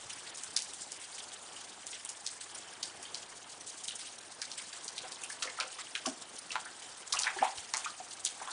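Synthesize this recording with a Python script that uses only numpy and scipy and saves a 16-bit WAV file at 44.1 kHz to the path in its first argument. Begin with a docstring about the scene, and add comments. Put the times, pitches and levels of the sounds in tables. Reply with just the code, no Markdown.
"""Dog pawing a muddy puddle

A walled yard, the phone microphone a few metres from a dog that paws a shallow, muddy puddle.
Close in: slaps and spray of damped drop tones, ringing mud plops, bubbly churns, dull thuds; walls echo these.
Around them trickling water, filtered noise and tiny drops, swells with each slosh.
Behind: a noise hush of the neighbourhood, a mains hum, puffs of wind, fingers nudging the phone."""
import sys
import numpy as np
from scipy import signal
from scipy.fft import rfft, irfft, next_fast_len
from scipy.io import wavfile
from scipy.ndimage import uniform_filter1d, map_coordinates

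SR = 44100
rng = np.random.default_rng(int(sys.argv[2]) if len(sys.argv) > 2 else 0)


def materialize(psi):
    """Save the field psi as 16-bit PCM at rate SR to the path in sys.argv[1].

    A 1-D psi becomes a single channel; in a 2-D psi each row is a channel.
    """
    bounded = np.clip(np.atleast_2d(psi).T, -1, 1)
    quanta = np.round(bounded * 32767).astype(np.int16)
    wavfile.write(sys.argv[1], SR, quanta)


N = 375726  # length in samples

# Colour of the far neighbourhood hush: [f/Hz, relative level per Hz/dB]
HUSH_SPECTRUM = [(35, -40), (60, -13.5), (324, 1), (619, 1.5), (720, 5), (1640, 0.5), (5150, -21),
                 (8830, -34.5), (9840, -14.5), (10500, -20.5), (22000, -120)]
# Colour of wind at the microphone: [f/Hz, relative level per Hz/dB]
WIND_SPECTRUM = [(15, -31.0), (30, -5), (80, -8.5), (200, -4.0), (500, -45.0)]
# Strength of the wind at the microphone: [t/s, level/dB]
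WIND_LEVEL = [(0.0, -70.5), (0.92, -79), (2.77, -95), (3.25, -73), (3.51, -88), (6.59, -86), (6.86, -81),
              (7.6, -80), (8.52, -89)]
# Fingers nudging the phone: [t/s, level before damping/dB, f/Hz]
FINGER_BUMPS = [(.058, -49.5, 112), (7.141, -57, 80), (7.582, -50, 87)]
# Colour of the trickling water: [f/Hz, relative level per Hz/dB]
TRICKLE_SPECTRUM = [(880, -44.5), (1500, -8), (2760, -4.5), (3020, -2), (4050, -5.5), (9600, -1.5),
                    (10500, -25), (22000, -120)]
# Steady trickle under the swells: [t/s, level before flicker/dB]
TRICKLE_LEVEL = [(0.0, -50), (3.72, -52.5), (3.89, -51.5), (4.34, -52.5), (4.58, -50.5), (6.55, -52.5),
                 (7.14, -51), (8.52, -50.5)]
# Swells of stirred water: [t/s, gurgle level before shaping/dB, fizz level before shaping/dB]
SLOSHES = [(0.095, -41.5, -41.5), (0.265, -38, -50), (0.817, -64, -43.5), (1.013, -44, -50),
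           (1.139, -56, -46), (1.18, -41.5, -47.5), (1.561, -50, -49.5), (1.929, -37.5, -59),
           (2.408, -44.5, -46), (2.546, -43, -48), (3.662, -53, -40.5), (3.835, -56, -40),
           (3.952, -57, -43), (3.993, -40, -45.5), (4.046, -43, -47.5), (4.576, -39.5, -40),
           (4.728, -42, -41.5), (5.298, -64, -42.5), (5.725, -44, -45.5), (5.785, -37, -40.5),
           (6.82, -43, -44.5), (7.361, -40, -42), (7.431, -35.5, -41), (7.572, -40.5, -42),
           (7.846, -39, -43), (8.108, -55, -42.5)]
# Paw slaps on thin water: [t/s, contact level before damping and filtering/dB, contact f/Hz]
PAW_SLAPS = [(0.374, -17.5, 8040), (0.4365, -14, 7530), (0.5659, -2.5, 5230), (0.622, -16, 6260),
             (0.736, -18.5, 8460), (0.92, -16.5, 6200), (1.868, -16.5, 7300), (2.05, -14.5, 8300),
             (2.093, -15, 6800), (2.2658, -11.5, 5180), (2.8303, -11.5, 4580), (3.0292, -18, 8360),
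             (3.146, -14.5, 4800), (3.88, -14.5, 7700), (3.884, -17, 3580), (4.418, -15, 4750),
             (4.5166, -18, 4640), (4.845, -19, 7860), (4.881, -15.5, 6030), (4.981, -15.5, 3600),
             (5.121, -22, 4250), (5.238, -14.5, 8400), (5.425, -12, 2860), (5.4285, -12, 5070),
             (5.6018, -12.5, 4600), (5.9532, -12.5, 2800), (6.0592, -19, 2800), (6.062, -9.5, 5730),
             (6.519, -14.5, 4830), (6.556, -18.5, 1380), (7.1255, -9.5, 4240), (7.1293, -6.5, 5220),
             (7.191, -4.5, 6030), (7.223, -24.5, 7000), (7.2346, -11, 4640), (7.738, -8.5, 5600),
             (7.77, -10.5, 6550), (8.251, -7, 6900), (8.264, -13.5, 3660)]
# Air pockets in the mud: [t/s, level before sharing out and damping/dB, f/Hz, raggedness/0-1]
MUD_POCKETS = [(1.312, -36, 3270, 0.8), (1.567, -35.5, 3000, 0.15), (3.054, -31, 3060, 0.43),
               (3.91, -27.5, 2970, 0.4), (4.421, -31.5, 1730, 0.48), (5.237, -29, 2680, 0.32),
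               (5.304, -30, 1720, 0.2), (5.425, -34.5, 1320, 0.4), (5.475, -29, 2030, 0.74),
               (5.59, -29.5, 1317, 0), (5.599, -29, 1300, 0.66), (5.608, -22, 2400, 0.45),
               (5.789, -33, 1285, 0.52), (5.954, -32, 1660, 0.78), (6.057, -29.5, 1090, 0.37),
               (6.069, -26, 660, 0.33), (6.508, -25, 2710, 0.22), (6.555, -31, 893, 0.7),
               (6.66, -33, 1390, 0.44), (7.138, -25.5, 1124, 0.37), (7.173, -19.5, 2800, 0.2),
               (7.256, -42, 796, 0.7), (7.2707, -14.5, 1787, 0.4), (7.365, -30.5, 806, 0.36),
               (7.39, -24.5, 1720, 0.15), (7.4205, -24.5, 663, 0), (7.428, -10, 813, 0.13),
               (7.442, -30.5, 2300, 0.84), (7.452, -24, 828, 0.47), (7.739, -29, 1053, 1),
               (7.847, -29.5, 2460, 0.06), (7.862, -23, 1225, 0.3), (8.003, -32.5, 724, 0.08),
               (8.417, -31.5, 820, 0.31), (8.475, -31.5, 1050, 0.93)]
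# Water and mud pouring back after a deep stroke: [t/s, length/s, base bubble level/dB]
CHURNS = [(5.03, 0.075, -55.5), (5.43, .1, -57), (5.57, 0.11, -55.5), (5.78, 0.063, -66),
          (6.515, 0.095, -52.5), (7.13, .12, -47), (7.235, .12, -47), (7.41, .1, -48), (7.74, 0.15, -52.5),
          (8.4, .12, -54.5)]
# Paw landing in soft mud: [t/s, first lump level before damping/dB, first lump f/Hz]
MUD_THUDS = [(5.035, -48, 570), (5.455, -43.5, 538), (5.611, -36.5, 586), (6.068, -39, 321),
             (7.366, -42.5, 343), (7.402, -49, 305)]
# Echoes off the yard walls: [delay/s, level/dB]
WALL_ECHOES = [(.0079, -5.5), (.0158, -15), (0.025, -13), (.038, -17)]

HUSH_DB, HUM_DB = -56, -79  # mean levels, before slow wavering
SPLIT_HZ = 4000  # coarse gurgle below, fine fizz above
SWELL_RISE_S, SWELL_FADE_S = 0.0015, 0.02  # time constants of a slosh's power
RUNBACK_DB, RUNBACK_S = -34.5, 0.022  # water running back: level re slap, time constant of its power
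LEAD_S, LEAD_DB_PER_S = 0.003, 5000  # how early the first drops may run ahead, how fast they swell
SPRAY_T60_S, SPRAY_DB = 0.026, -13  # 60 dB fade of the spray, base level of its drops re contact
THIN, BODY_DB = 0.7, -15.5  # high-pass as a share of slap pitch, level of the full-band body
CHURN_LOW_HZ, CHURN_HIGH_HZ = 645, 3780
EDGE_HZ, TOP_HZ = 10150, 11003  # where the phone's treble drops, where it ends


def amp(db):
    """Gain of a level in dB."""
    return 10 ** (np.asarray(db) / 20)


def unit(x):
    """x scaled to rms 1."""
    return x / np.sqrt(np.mean(x ** 2) + 1e-20)


def curve(rows):
    """One value per sample, joined by straight lines between (t/s, value) rows."""
    return np.interp(np.arange(N) / SR, *np.transpose(rows))


def wobble(rate):
    """A smooth random curve with `rate` knots a second."""
    knots = rng.standard_normal(int(N * rate / SR) + 4)
    return map_coordinates(knots, [np.arange(N) * rate / SR])


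def filtered(x, response):
    """x shaped by a gain that depends on f/Hz."""
    m = next_fast_len(N + SR // 2)
    return irfft(rfft(x, m) * response(np.fft.rfftfreq(m, 1 / SR)), m)[:N]


def rush(spectrum, patchy_db):
    """Coloured noise of rms 1, its gain uneven in patches of time and frequency."""
    z = signal.stft(rng.standard_normal(N + 512), nperseg=512)[2]
    field = uniform_filter1d(rng.standard_normal(z.shape), size=10, axis=0)
    field = uniform_filter1d(field, size=3, axis=1)
    x = signal.istft(z * amp(patchy_db * unit(field)), nperseg=512)[1][:N]
    f, db = np.transpose(spectrum)
    return unit(filtered(x, lambda hz: amp(np.interp(np.log(hz + 1), np.log(f), db))))


def grains(s, hz, gain, cycles, rise, size):
    """Sum of damped sines that fall by 1/e in `cycles` cycles; a positive rise bends the pitch upward."""
    t = np.arange(size) / SR
    age = t * (hz / cycles)[:, None]  # in decay times
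    phase = 2 * np.pi * hz[:, None] * t * (1 + rise * np.minimum(age, 3))
    wave = np.sin(phase) * np.exp(-age) * (1 - np.exp(-6 * age))
    at = np.round(s * SR).astype(int)[:, None] + np.arange(size)
    return np.bincount(at.ravel(), (gain[:, None] * wave).ravel(), N + SR)[:N]


def burst(s, db, hz, t60, spread, cycles, spatter_db, count):
    """Grain settings for a sharp contact amid drops of either sign that swell just before it, then die away."""
    late, sign, luck = rng.random((3, count))
    pitch = rng.standard_normal(count)
    pitch = spread * np.where(pitch < 0, 0.45, 1.3) * pitch  # scatters farther up than down
    late = t60 * 0.76 * late ** 1.6 - LEAD_S
    fade_db = np.maximum(60 * late / t60, -LEAD_DB_PER_S * late)
    gain = amp(db + spatter_db + 11.5 * luck ** 3 - fade_db) * np.where(sign < 0.5, -1, 1)
    late[0], pitch[0], gain[0] = 0, 0, amp(db)  # the contact itself
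    return s + late, np.clip(hz * np.exp(pitch), 100, SR / 4), gain, np.full(count, cycles)


def yard():
    """Far hush, a wavering mains hum, low wind noise buffeting the microphone, fingers as damped low tones."""
    hum_level = np.sqrt(2) * amp(HUM_DB + 1.1 * wobble(4))
    hum = hum_level * np.sin(2 * np.pi * 100.1 * np.arange(N) / SR)
    buffet = rush(WIND_SPECTRUM, patchy_db=0.5)
    wind = amp(curve(WIND_LEVEL)) * unit(amp(3.3 * wobble(9.1)) * buffet)
    s, db, hz = np.transpose(FINGER_BUMPS)
    bumps = grains(s, hz, amp(db), np.full(len(s), 0.9), rise=0, size=4000)
    drift_db = 0.6 * wobble(2.6)
    hush = amp(HUSH_DB + drift_db) * rush(HUSH_SPECTRUM, patchy_db=2.02)
    return hush + hum + wind + bumps


def power_spikes(s, db):
    """One-sample impulses of power at the given times."""
    return np.bincount(np.round(s * SR).astype(int), amp(db) ** 2, N + 1)


def trickle():
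    """Water gurgles and fizzes: hiss and tiny drops, freshened by sloshes that start fast and fade."""
    place, luck, life = rng.random((14000, 3)).T
    s = place * (N / SR)
    hz = 5200 * np.exp(0.34 * rng.standard_normal(len(s))).clip(0.55, 1.9)
    drops = grains(s, hz, amp(30 * luck ** 3), 0.85 + 5 * life, rise=0.027, size=200)
    water = unit(rush(TRICKLE_SPECTRUM, patchy_db=2.5) + 0.45 * unit(drops))
    gurgle = filtered(water, lambda f: 1 / (1 + (f / SPLIT_HZ) ** 6))
    fizz = water - gurgle

    t = np.arange(SR // 4) / SR
    swell = np.exp(-t / SWELL_FADE_S) * (1 - np.exp(-t / SWELL_RISE_S))
    slap_s, slap_db, _ = np.transpose(PAW_SLAPS)
    # water thrown up by a slap runs back for a while
    runback = signal.fftconvolve(power_spikes(slap_s, slap_db + RUNBACK_DB), np.exp(-t / RUNBACK_S))[:N]
    steady = amp(curve(TRICKLE_LEVEL)) ** 2 + runback
    slosh_s, gurgle_db, fizz_db = np.transpose(SLOSHES)
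    out = np.zeros(N)
    for part, db, flicker_db in [(gurgle, gurgle_db, 1.3), (fizz, fizz_db, 3.2)]:
        power = steady + signal.fftconvolve(power_spikes(slosh_s, db), swell)[:N]
        out += np.sqrt(np.abs(power)) * amp(flicker_db * wobble(90)) * part
    return out


def slaps():
    """A paw breaks the surface with a crack and throws a spray of short drops; thin water has little bass."""
    out = np.zeros(N)
    for s, db, hz in PAW_SLAPS:
        drops = burst(s, db, hz, t60=SPRAY_T60_S, spread=0.59, cycles=1.05, spatter_db=SPRAY_DB, count=50)
        spray = grains(*drops, rise=0.003, size=220)
        start = round(s * SR)
        span = slice(start - SR // 50, start + SR // 8)
        highpass = signal.butter(4, THIN * hz, "high", fs=SR, output="sos")
        out[span] += signal.sosfilt(highpass, spray[span]) + amp(BODY_DB) * spray[span]
    return out


def plops():
    """An air pocket rings for some tens of cycles; a ragged one breaks into bubbles of scattered pitch."""
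    out = np.zeros(N + SR)
    t = np.arange(SR // 4) / SR
    rows = []
    for s, db, hz, ragged in MUD_POCKETS:
        ragged = np.clip(ragged, 0.02, 0.98)
        fade = amp(-60 * t * hz / 45)  # 60 dB in 45 cycles
        ring = np.sin(2 * np.pi * hz * t * (1 + 0.18 * t)) * fade * (1 - np.exp(-t / 0.00044))
        out[round((s - 0.002) * SR):][:len(t)] += amp(db) * (1 - ragged) * ring
        rows.append(burst(s, db + 20 * np.log10(ragged), hz, t60=0.13, spread=0.424 * ragged,
                          cycles=3.05, spatter_db=-4.5, count=50))
    pockets = out[:N] + grains(*np.concatenate(rows, axis=1), rise=0.039, size=900)
    return signal.sosfilt(signal.butter(2, 560, "high", fs=SR, output="sos"), pockets)


def churn():
    """Mud and water pour back into the hole: a dense run of bubbles of many sizes, softer towards its end."""
    s, length, db = np.repeat(CHURNS, 160, axis=0).T  # 160 bubbles each
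    late, luck, size, life = rng.random((len(s), 4)).T
    hz = CHURN_LOW_HZ * (CHURN_HIGH_HZ / CHURN_LOW_HZ) ** size
    gain = amp(db - 15 * late + 18 * luck ** 2)
    return grains(s + length * late, hz, gain, 2.3 + 4 * life, rise=0.051, size=500)


def thuds():
    """Soft mud gives way under a paw in a few low, damped lumps."""
    rows = [burst(s, db, hz, t60=0.22, spread=0.33, cycles=2.8, spatter_db=0.0, count=14)
            for s, db, hz in MUD_THUDS]
    return grains(*np.concatenate(rows, axis=1), rise=0.0059, size=3000)


def walls(x):
    """The near wall returns one clear copy, farther ones weaker copies in a short diffuse tail."""
    t = np.arange(SR // 4) / SR
    answer = amp(-42.0 - 60 * t / 0.46) * rng.standard_normal(len(t)) * (t > 0.004)
    answer[0] = 1  # direct sound
    for s, db in WALL_ECHOES:
        answer[round(s * SR)] += amp(db)
    return signal.fftconvolve(x, answer)[:N]


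def scene():
    """Paw sounds echoed by the walls, over the trickle and the yard's background."""
    paws = slaps() + plops() + thuds() + churn()
    return (walls(paws) + trickle() + yard())[None]


def record(dry):
    """The phone drops its treble by 43 dB at an edge and keeps nothing above its band limit."""
    return filtered(dry[0], lambda hz: np.where(hz < EDGE_HZ, 1, amp(-43.0)) * (hz < TOP_HZ))[None]


dry = scene()
out = record(dry)
materialize(out)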